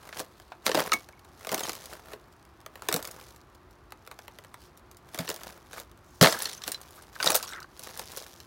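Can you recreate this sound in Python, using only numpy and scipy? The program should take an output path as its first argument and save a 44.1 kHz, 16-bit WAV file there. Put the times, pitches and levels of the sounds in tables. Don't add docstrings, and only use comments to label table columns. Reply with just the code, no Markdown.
import sys
import numpy as np
from scipy import signal
from scipy.fft import rfft, irfft
from scipy.io import wavfile

SR = 44100
rng = np.random.default_rng(int(sys.argv[2]) if len(sys.argv) > 2 else 0)


def inscribe(sig):
    pcm = np.round(np.clip(np.atleast_2d(sig).T, -1, 1) * 32767)
    wavfile.write(sys.argv[1], SR, pcm.astype(np.int16))


N = 373438
TIME = np.arange(N) / SR
BREAK_S = 6.2128


def undb(db):
    return 10 ** (np.asarray(db) / 20)


def unit(x):
    return x / np.sqrt(np.mean(x ** 2))


def add(out, s, x):
    i = max(int(s * SR), 0)
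    out[i:i + len(x)] += x[:max(N - i, 0)]


def outline_gain(f, points):
    hz, db = np.transpose(points)
    return undb(np.interp(np.log(f), np.log(hz), db))


def colour(x, points):
    f = np.fft.rfftfreq(len(x), 1 / SR) + 1
    return irfft(rfft(x) * outline_gain(f, points), len(x))


def walk(rate):
    knots = rng.standard_normal(2000)
    return np.interp(TIME * rate, np.arange(len(knots)), knots)


def grains(rate, spread, fade_s):
    chance, size, sign = rng.random(N), rng.exponential(size=N), rng.standard_normal(N)
    energy = (chance < rate / SR) * undb(spread * np.minimum(size, 4)) ** 2
    power = signal.lfilter([1], [1, -np.exp(-2 / (fade_s * SR))], energy)
    return unit(sign * np.sqrt(power + 1e-18))


def ring(hz, db, t60, rise_s, glide):
    t = np.arange(int(t60 * SR) + 1) / SR
    envelope = (1 - np.exp(-t / rise_s)) * np.exp(-np.log(1000) * t / t60)
    cycles = hz * t * (1 + glide * t / t60 / 2)
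    return undb(db) * envelope * np.sin(2 * np.pi * cycles)


def swarm(table, octaves, range_db, t60, glide):
    out = np.zeros(N)
    for start, end, count, hz, db in table:
        for when, pitch, size in rng.random((80, 3))[:int(count)]:
            s = start + when * (end - start)
            one_hz = hz * 2 ** (octaves * (pitch - .5))
            one_db = db + range_db * (size - .5)
            add(out, s, ring(one_hz, one_db, t60, rise_s=0.000071, glide=glide))
    return out


# frequency in Hz, relative level in dB.
CREEK_COLOUR = [(20, -49.5), (45, 3), (65, 5), (110, 1), (220, -6), (360, -3.5), (500, -10), (1150, -7),
                (2000, -17.5), (3000, -23.5), (4500, -26.5), (8000, -35.5), (16000, -37)]
CREEK_DB = -56


def creek():
    murmur = 0
    for rate in (3, 14):
        waver = undb(0.48 * walk(rate))
        murmur = murmur + colour(rng.standard_normal(N), CREEK_COLOUR) * waver
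    drone_colour = [(250, -46.5), (335, -25.0), (360, 8.5), (390, -36.5), (480, -46), (2000, -95)]
    drone = colour(rng.standard_normal(N), drone_colour)
    return undb(CREEK_DB) * unit(murmur) + undb(-70.0) * unit(drone)


# peak in seconds, swell and fade time constants in seconds,
# dull grinding level in dB, fine crackle level in dB (both before the trims below).
PUSHES = [(.05, 0.18, 0.12, -50, -61), (0.198, 0.032, 0.02, -37.5, -42), (.68, 0.018, .05, -39, -44),
          (.79, 0.029, 0.052, -28, -39), (.96, .015, 0.065, -54, -52), (1.52, 0.035, 0.23, -39.5, -64),
          (1.66, 0.13, 0.16, -45, -46.5), (1.931, 0.03, 0.013, -44, -50), (2.13, 0.026, 0.012, -42, -58),
          (2.94, 0.061, 0.11, -37, -53), (3.25, 0.18, 0.068, -56, -56.5), (4.25, 0.16, 0.27, -64, -67.5),
          (5.191, 0.04, 0.089, -41, -49.5), (5.31, 0.04, 0.062, -44, -48), (5.48, 0.074, 0.067, -46, -54.5),
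          (5.789, 0.045, 0.023, -40.5, -46.5), (6.345, .02, 0.023, -39, -54),
          (6.42, 0.029, 0.085, -41.5, -38.5), (6.69, 0.041, 0.06, -45, -51), (6.98, 0.36, 0.15, -58.5, -62),
          (7.27, 0.036, 0.07, -31.5, -35), (7.49, 0.059, 0.047, -51.5, -46.5),
          (7.85, 0.056, 0.18, -48.5, -48), (8., 0.043, 0.028, -46, -51), (8.17, 0.084, .12, -48, -47)]
GRIND_TRIM_DB, CRACKLE_TRIM_DB, TICKING_DB = 0.5, 2.2, -74.5
# frequency in Hz, relative level in dB.
GRIND_COLOUR = [(70, -31), (150, -4.5), (300, -8.5), (500, -1.5), (700, -3.5), (1000, -4.5), (1700, -7.5),
                (2800, -15), (6000, -21)]
# frequency in Hz, relative level in dB.
CRACKLE_COLOUR = [(700, -26), (1800, -9.5), (3800, -0.5), (6000, 0), (8000, -7.5), (11000, -5.5),
                  (16000, -13)]


def crunch():
    grind_power, crackle_power = np.zeros(N), np.zeros(N)
    for s, swell_s, fade_s, grind_db, crackle_db in PUSHES:
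        distance = np.maximum((s - TIME) / swell_s, (TIME - s) / fade_s)
        load = np.exp(-np.minimum(distance, 20))
        grind_power += (load * undb(grind_db)) ** 2
        crackle_power += (load * undb(crackle_db)) ** 2
    grind = unit(colour(grains(rate=380, spread=4.5, fade_s=.003), GRIND_COLOUR))
    crackle = unit(colour(grains(rate=800, spread=4.7, fade_s=.0008), CRACKLE_COLOUR))
    ticking = unit(colour(grains(rate=90, spread=4.8, fade_s=.0009), CRACKLE_COLOUR))
    grinding = undb(GRIND_TRIM_DB) * np.sqrt(grind_power) * grind
    crackling = undb(CRACKLE_TRIM_DB) * np.sqrt(crackle_power) * crackle
    return grinding + crackling + undb(TICKING_DB) * ticking


def banks(x, db=-21, t60=0.2):
    t = np.arange(SR // 2) / SR
    echo = rng.standard_normal(len(t)) * np.exp(-np.log(1000) * t / t60) * (t > .007)
    echo = colour(echo, [(100, 7.0), (600, 6.5), (3000, 1.5), (15000, -36.5)])
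    return undb(db) * signal.fftconvolve(x, echo / np.sqrt(np.sum(echo ** 2)))[:N]


BAND_HZ = [450, 1500, 4200, 10500]
# frequency in Hz, relative level in dB.
SHEET_COLOUR = [(60, -44), (150, -11.5), (300, -4), (460, -2.5), (620, 2), (820, -3), (1200, 1.5),
                (1750, 3.5), (2500, -2), (4000, 2.5), (9000, -4), (16000, -7)]


def fracture(t, band_db, fade_s, tail_db, tail_s, front, bend, low_hz, damping, rise_s, mirror):
    f = np.fft.rfftfreq(len(t), 1 / SR) + 1
    age = np.maximum(t - 64 / SR, 0)
    noise = rng.standard_normal(len(t)) * (1 - np.exp(-age / rise_s))
    path, edge = rng.uniform(.7, 1.3, 2)
    sheet = outline_gain(f, SHEET_COLOUR) / (1 + (low_hz / f) ** 4)
    sheet = sheet * np.exp(-4j * np.pi * bend * path * np.sqrt(f))
    sheet *= 1 + mirror * np.exp(-4j * np.pi * 0.0395 * edge * np.sqrt(f))
    out = 0
    for k, (hz, db) in enumerate(zip(BAND_HZ, band_db)):
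        slow = (BAND_HZ[1] / hz) ** damping
        tail = undb(tail_db) * np.sqrt(slow) * np.exp(-age / tail_s)
        burst = noise * (np.exp(-age / (fade_s * slow)) + tail)
        burst[np.argmax(age > rise_s)] += front * np.sqrt(slow)
        share = np.interp(np.log(f), np.log(BAND_HZ), np.arange(len(BAND_HZ)) == k)
        wave = irfft(rfft(burst) * share * sheet)
        out = out + wave * undb(db) / np.sqrt(np.sum(wave ** 2) / (SR / 100))
    return out


def tick(band_db):
    t = np.arange(4096) / SR
    return fracture(t, band_db, fade_s=.0021, tail_db=-17, tail_s=.011, front=4.5, bend=.06,
                    low_hz=385, damping=.55, rise_s=.0005, mirror=.45)


# time in seconds, level in dB before the band shares.
TICKS = [(.032, -59), (0.09, -49.5), (0.17, -46), (.399, -55), (0.8945, -47), (1.088, -52), (1.409, -54.5),
         (1.448, -45.5), (2.6621, -45), (2.7555, -49), (2.821, -45.5), (3.9216, -46.5), (4.0742, -49),
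         (4.113, -47), (4.1893, -48.5), (4.2798, -48), (4.3865, -49.5), (4.4467, -55), (4.5417, -49),
         (5.1447, -47), (5.731, -46)]
TICK_SHARE_DB = [-2, 0, -6, -3.5]
HAIRLINE_DB = [-69, -65, -67, -62.5]
HAIRLINE_PER_S, HAIRLINE_SCATTER_DB = 5, 3


def ticks():
    out = np.zeros(N)
    for s, db in TICKS:
        add(out, s - .002, tick(db + np.array(TICK_SHARE_DB)))
    for when, size in rng.random((int(HAIRLINE_PER_S * N / SR), 2)):
        band_db = np.array(HAIRLINE_DB) + HAIRLINE_SCATTER_DB * (2 * size - 1)
        add(out, when * N / SR, tick(band_db))
    return out


# time in seconds, pitch in Hz, snap level in dB before the skirt,
# ring level in dB before its soft onset, ring t60 in seconds.
SHARDS = [(0.127, 1680, -40.5, -28, .012), (0.5197, 920, -40.5, -23.5, 0.011),
          (1.6347, 6510, -37, -24.5, .043), (1.635, 3140, -55, -32, .065), (1.857, 7100, -42, -50, .02),
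          (3.112, 11000, -43, -53, 0.009), (2.325, 7950, -61, -61, .02), (3.306, 8000, -59, -58, .02),
          (3.361, 8100, -53.5, -60, .02), (3.709, 8100, -61, -66, .02), (4.7737, 10100, -52.5, -55, .02),
          (4.913, 9050, -52, -64, .02), (4.969, 8900, -52.5, -51, .02), (6.3451, 1650, -42, -24, 0.034),
          (6.389, 14800, -34, -30, .03), (6.4211, 10840, -32, -24, .042), (6.4561, 4270, -33.5, -21, 0.024),
          (6.494, 5440, -40, -45, .02), (6.5344, 6550, -42, -48, .02), (6.577, 6220, -55, -35.5, .032),
          (6.6188, 4000, -43.5, -45, .02), (6.6376, 4540, -37.5, -49, .02),
          (6.718, 8630, -30.5, -25.5, 0.034), (6.7445, 4050, -41, -25.5, 0.046),
          (6.8142, 10000, -46.5, -48, .02), (6.907, 11000, -54, -49, .02), (7.0233, 9100, -53, -42, .02),
          (7.201, 1520, -33, -20, 0.037), (7.227, 3000, -24.5, -38, .02), (7.261, 5000, -27, -15, 0.014),
          (7.274, 3840, -26, -2, 0.0096), (7.3615, 13000, -22.5, -35, .02), (7.3733, 13000, -34, -38, .02),
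          (7.4275, 6800, -33, -46, .02), (7.476, 5600, -46, -33, .038), (7.5336, 2060, -39, -34, 0.025),
          (7.6025, 6530, -47.5, -50, .02), (7.6278, 4830, -50, -38, .022), (7.835, 12100, -41.5, -50, .02),
          (8.119, 12000, -46, -50, .02), (8.402, 5500, -46, -56, .02)]
SHARD_SKIRT_DB_PER_OCTAVE = 7.5


def shards():
    out, t = np.zeros(N), np.arange(2048) / SR
    for s, hz, snap_db, ring_db, t60 in SHARDS:
        octaves_away = np.abs(np.log2(np.array(BAND_HZ) / hz))
        band_db = snap_db - SHARD_SKIRT_DB_PER_OCTAVE * octaves_away
        snap = fracture(t, band_db, fade_s=0.0027, tail_db=-12, tail_s=0.014, front=4.6, bend=0.0496,
                        low_hz=520, damping=0.35, rise_s=0.00055, mirror=0.42)
        add(out, s - .002, snap)
        add(out, s, ring(hz, ring_db, t60, rise_s=0.00058, glide=.005))
    return out


# time in seconds, level in dB, treble over bass in dB,
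# middle over both ends in dB (all before the shared colour).
CRACKS = [(.1991, -40.5, -1, -9.5), (.6643, -28.5, 3, 3.5), (.6785, -36.5, -11, 2),
          (.6921, -35.5, -15.5, -4), (0.715, -36, -8, 5), (.746, -31, -12.5, -5.5), (.7507, -36, 8, 8),
          (.7728, -35, -15, 0.5), (.7944, -38.5, -12, 10), (.8182, -43, -15, 0), (.9187, -33, -1, 8.5),
          (.9317, -34.5, 5, 2), (.936, -32.5, 4, -1), (1.4697, -41.5, -4.5, -5.5), (1.491, -41.5, 2, 4.5),
          (1.517, -38.5, 1, -5), (1.5259, -39, -9, -11), (1.5438, -33.5, 4.5, -5), (1.578, -42.5, 6, 1),
          (1.5935, -44.5, 20, 3), (1.6058, -40.5, 2, -7.5), (1.6792, -48.5, -10, -10), (1.6937, -37, 3, 0),
          (1.7314, -49.5, 14, -1), (1.7517, -51, 12, -4), (1.9339, -49.5, -2, -4), (2.1336, -48, -15, -1.5),
          (2.886, -30.5, -1, -1.5), (2.9255, -33, 7, -2.5), (2.9407, -33.5, 12, 1), (2.9617, -35.5, 5, -6),
          (3.0262, -48.5, 13, -5), (3.0514, -47.5, 15, 2), (3.0736, -49.5, 13, -5), (5.1447, -44, 4, -5),
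          (5.176, -49, -5, -4), (5.188, -36.5, 1.5, -0.5), (5.2764, -47, -7, 11), (5.2901, -38, 3, -2.5),
          (5.3, -38.5, 4, -4), (5.3417, -52, 8, -11), (5.3617, -50, 8, -5), (5.4335, -49.5, 9, 0),
          (5.7994, -50.5, 14, -3), (6.2116, -22.5, -7, 1.5), (6.2257, -19.5, -5, -6), (6.2354, -22, -5, -1),
          (6.243, -28, -15, 17.5), (6.259, -28, -17, 9), (6.271, -28, -12, 8), (6.3242, -35.5, 6, 2),
          (6.4235, -49, 8, -10), (6.6777, -37, 7, -2), (7.2429, -37.5, -1, -11), (7.3029, -30.5, 8, -5),
          (7.3182, -33.5, 0, -7), (7.3449, -36, 10, -5), (7.349, -31, 1, -4), (7.353, -29, 14, -11),
          (7.7935, -51, 13, -4.5), (7.9741, -49, 11, -6), (7.9935, -42, 5, -3), (8.1723, -44.5, 3.5, -12)]
CRACK_COLOUR_DB = [0.1, -1.1, 0.7, -.3]
TILT, HUMP = np.linspace(-.5, .5, 4), np.array([-.5, .5, .5, -.5])
LOOSE_PLATE_HZ = 394


def cracks(low_hz=230, size_db=60):
    out, t = np.zeros(N), np.arange(4096) / SR
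    for s, db, tilt_db, hump_db in CRACKS:
        band_db = db + tilt_db * TILT + hump_db * HUMP + np.array(CRACK_COLOUR_DB)
        reach_hz = min(low_hz * np.exp(-2 * (band_db[0] + 45.5) / size_db), 420)
        if s > BREAK_S + .5:
            reach_hz = max(reach_hz, LOOSE_PLATE_HZ)
        crack = fracture(t, band_db, fade_s=.0021, tail_db=-15, tail_s=.012, front=4., bend=.07,
                         low_hz=reach_hz, damping=.55, rise_s=.0006, mirror=.45)
        add(out, s - .002, crack)
    return out


# middle in seconds, half length in seconds, pitch in Hz, level in dB.
SWISHES = [(0.378, 0.21, 4320, -65.5), (0.665, 0.01, 605, -31.5), (0.675, 0.019, 4500, -55),
           (4.638, 0.048, 5000, -59), (4.706, 0.9, 5000, -92), (6.16, 0.12, 6360, -62),
           (6.683, 0.023, 646, -40), (6.964, 0.016, 11900, -54.5), (7.157, 0.0086, 4180, -51)]


def swishes():
    out = np.zeros(N)
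    for s, half_s, hz, db in SWISHES:
        swish_colour = [(hz / 4, -20), (hz / 2.0, -8), (hz, 0), (hz * 1.3, -7), (hz * 3, -11)]
        swish = colour(grains(rate=1500, spread=3.7, fade_s=0.0017), swish_colour)
        out += undb(db) * unit(swish) * np.exp(-((TIME - s) / half_s) ** 2)
    return out


# start in seconds, pitch in Hz, level in dB.
KNOCKS = [(.693, 604, -28), (.749, 517, -11), (.773, 599, -8), (2.89, 318, -26), (2.944, 468, -16),
          (2.962, 266, -27.5), (3.128, 810, -40), (3.181, 940, -31), (5.302, 452, -27), (7.351, 665, -13.5)]
KNOCK_CYCLES = 24.4
# start in seconds, pitch in Hz, level in dB, t60 in seconds.
POCKETS = [(0.9205, 1275, -14, 0.067), (0.923, 2800, -19.5, 0.026), (.933, 2222, -18.5, .11),
           (1.131, 2220, -46.5, 0.037), (1.178, 2210, -53, 0.039)]
# start in seconds, level in dB before the mode levels.
THUMPS = [(1.519, -40), (2.94, -22), (5.194, -20.5), (6.2148, -1.5)]
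# frequency in Hz, relative level in dB, t60 in seconds.
SHEET_MODES = [(135, -9, 0.093), (166.2, 1.5, 0.081), (255, -8.5, 0.11)]


def resonances():
    out = np.zeros(N)
    for s, hz, db in KNOCKS:
        add(out, s, ring(hz, db, KNOCK_CYCLES / hz, rise_s=0.0061, glide=0.22))
    for s, hz, db, t60 in POCKETS:
        add(out, s, ring(hz, db, t60, rise_s=0.00076, glide=0.0037))
    for s, db in THUMPS:
        for hz, mode_db, t60 in SHEET_MODES:
            add(out, s, ring(hz, db + mode_db, t60, rise_s=0.0073, glide=0.042))
    return out


def collapse(start=BREAK_S, grind_db=-17, grind_s=0.062, crackle_db=-20, crackle_s=0.052):
    age = np.maximum(TIME - start, 0)
    grind = unit(colour(grains(rate=310, spread=4.1, fade_s=0.0029), GRIND_COLOUR))
    grind = grind * np.exp(-age / grind_s)
    crackle = unit(colour(grains(rate=6600, spread=2.1, fade_s=0.00091), CRACKLE_COLOUR))
    crackle = crackle * np.exp(-age / crackle_s)
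    return (TIME >= start) * (undb(grind_db) * grind + undb(crackle_db) * crackle)


# start and end in seconds, clink count,
# middle pitch in Hz, middle level in dB.
SPLINTERS = [(6.25, 6.34, 36, 5050, -36), (6.34, 6.55, 56, 5300, -47), (7.23, 7.38, 40, 6400, -33),
             (7.39, 7.56, 46, 5650, -48)]


def splinters():
    return swarm(SPLINTERS, octaves=1.6, range_db=19, t60=0.02, glide=0)


# start and end in seconds, bubble count,
# middle pitch in Hz, middle level in dB.
GURGLES = [(6.29, 6.48, 50, 1550, -39), (6.48, 6.801, 40, 1230, -48), (6.97, 7.01, 6, 1360, -45),
           (7.15, 7.17, 3, 1410, -34), (7.22, 7.45, 44, 1320, -35.5), (7.45, 7.647, 30, 1300, -39.5),
           (7.52, 7.60, 18, 1530, -38)]


def water():
    return swarm(GURGLES, octaves=0.68, range_db=7, t60=0.02, glide=0.019)


def scene():
    ice = cracks() + ticks() + shards() + crunch() + collapse() + splinters() + swishes()
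    return (ice + banks(ice) + resonances() + water() + creek())[None]


def record(dry, low_cut_hz=32, top_hz=15900):
    rounded = .9 * np.tanh(dry / .9)
    bass_cut = signal.butter(2, low_cut_hz, "high", fs=SR, output="sos")
    top_cut = signal.ellip(10, .2, 70, top_hz, fs=SR, output="sos")
    return signal.sosfilt(top_cut, signal.sosfilt(bass_cut, rounded))


dry = scene()
out = record(dry)
inscribe(out)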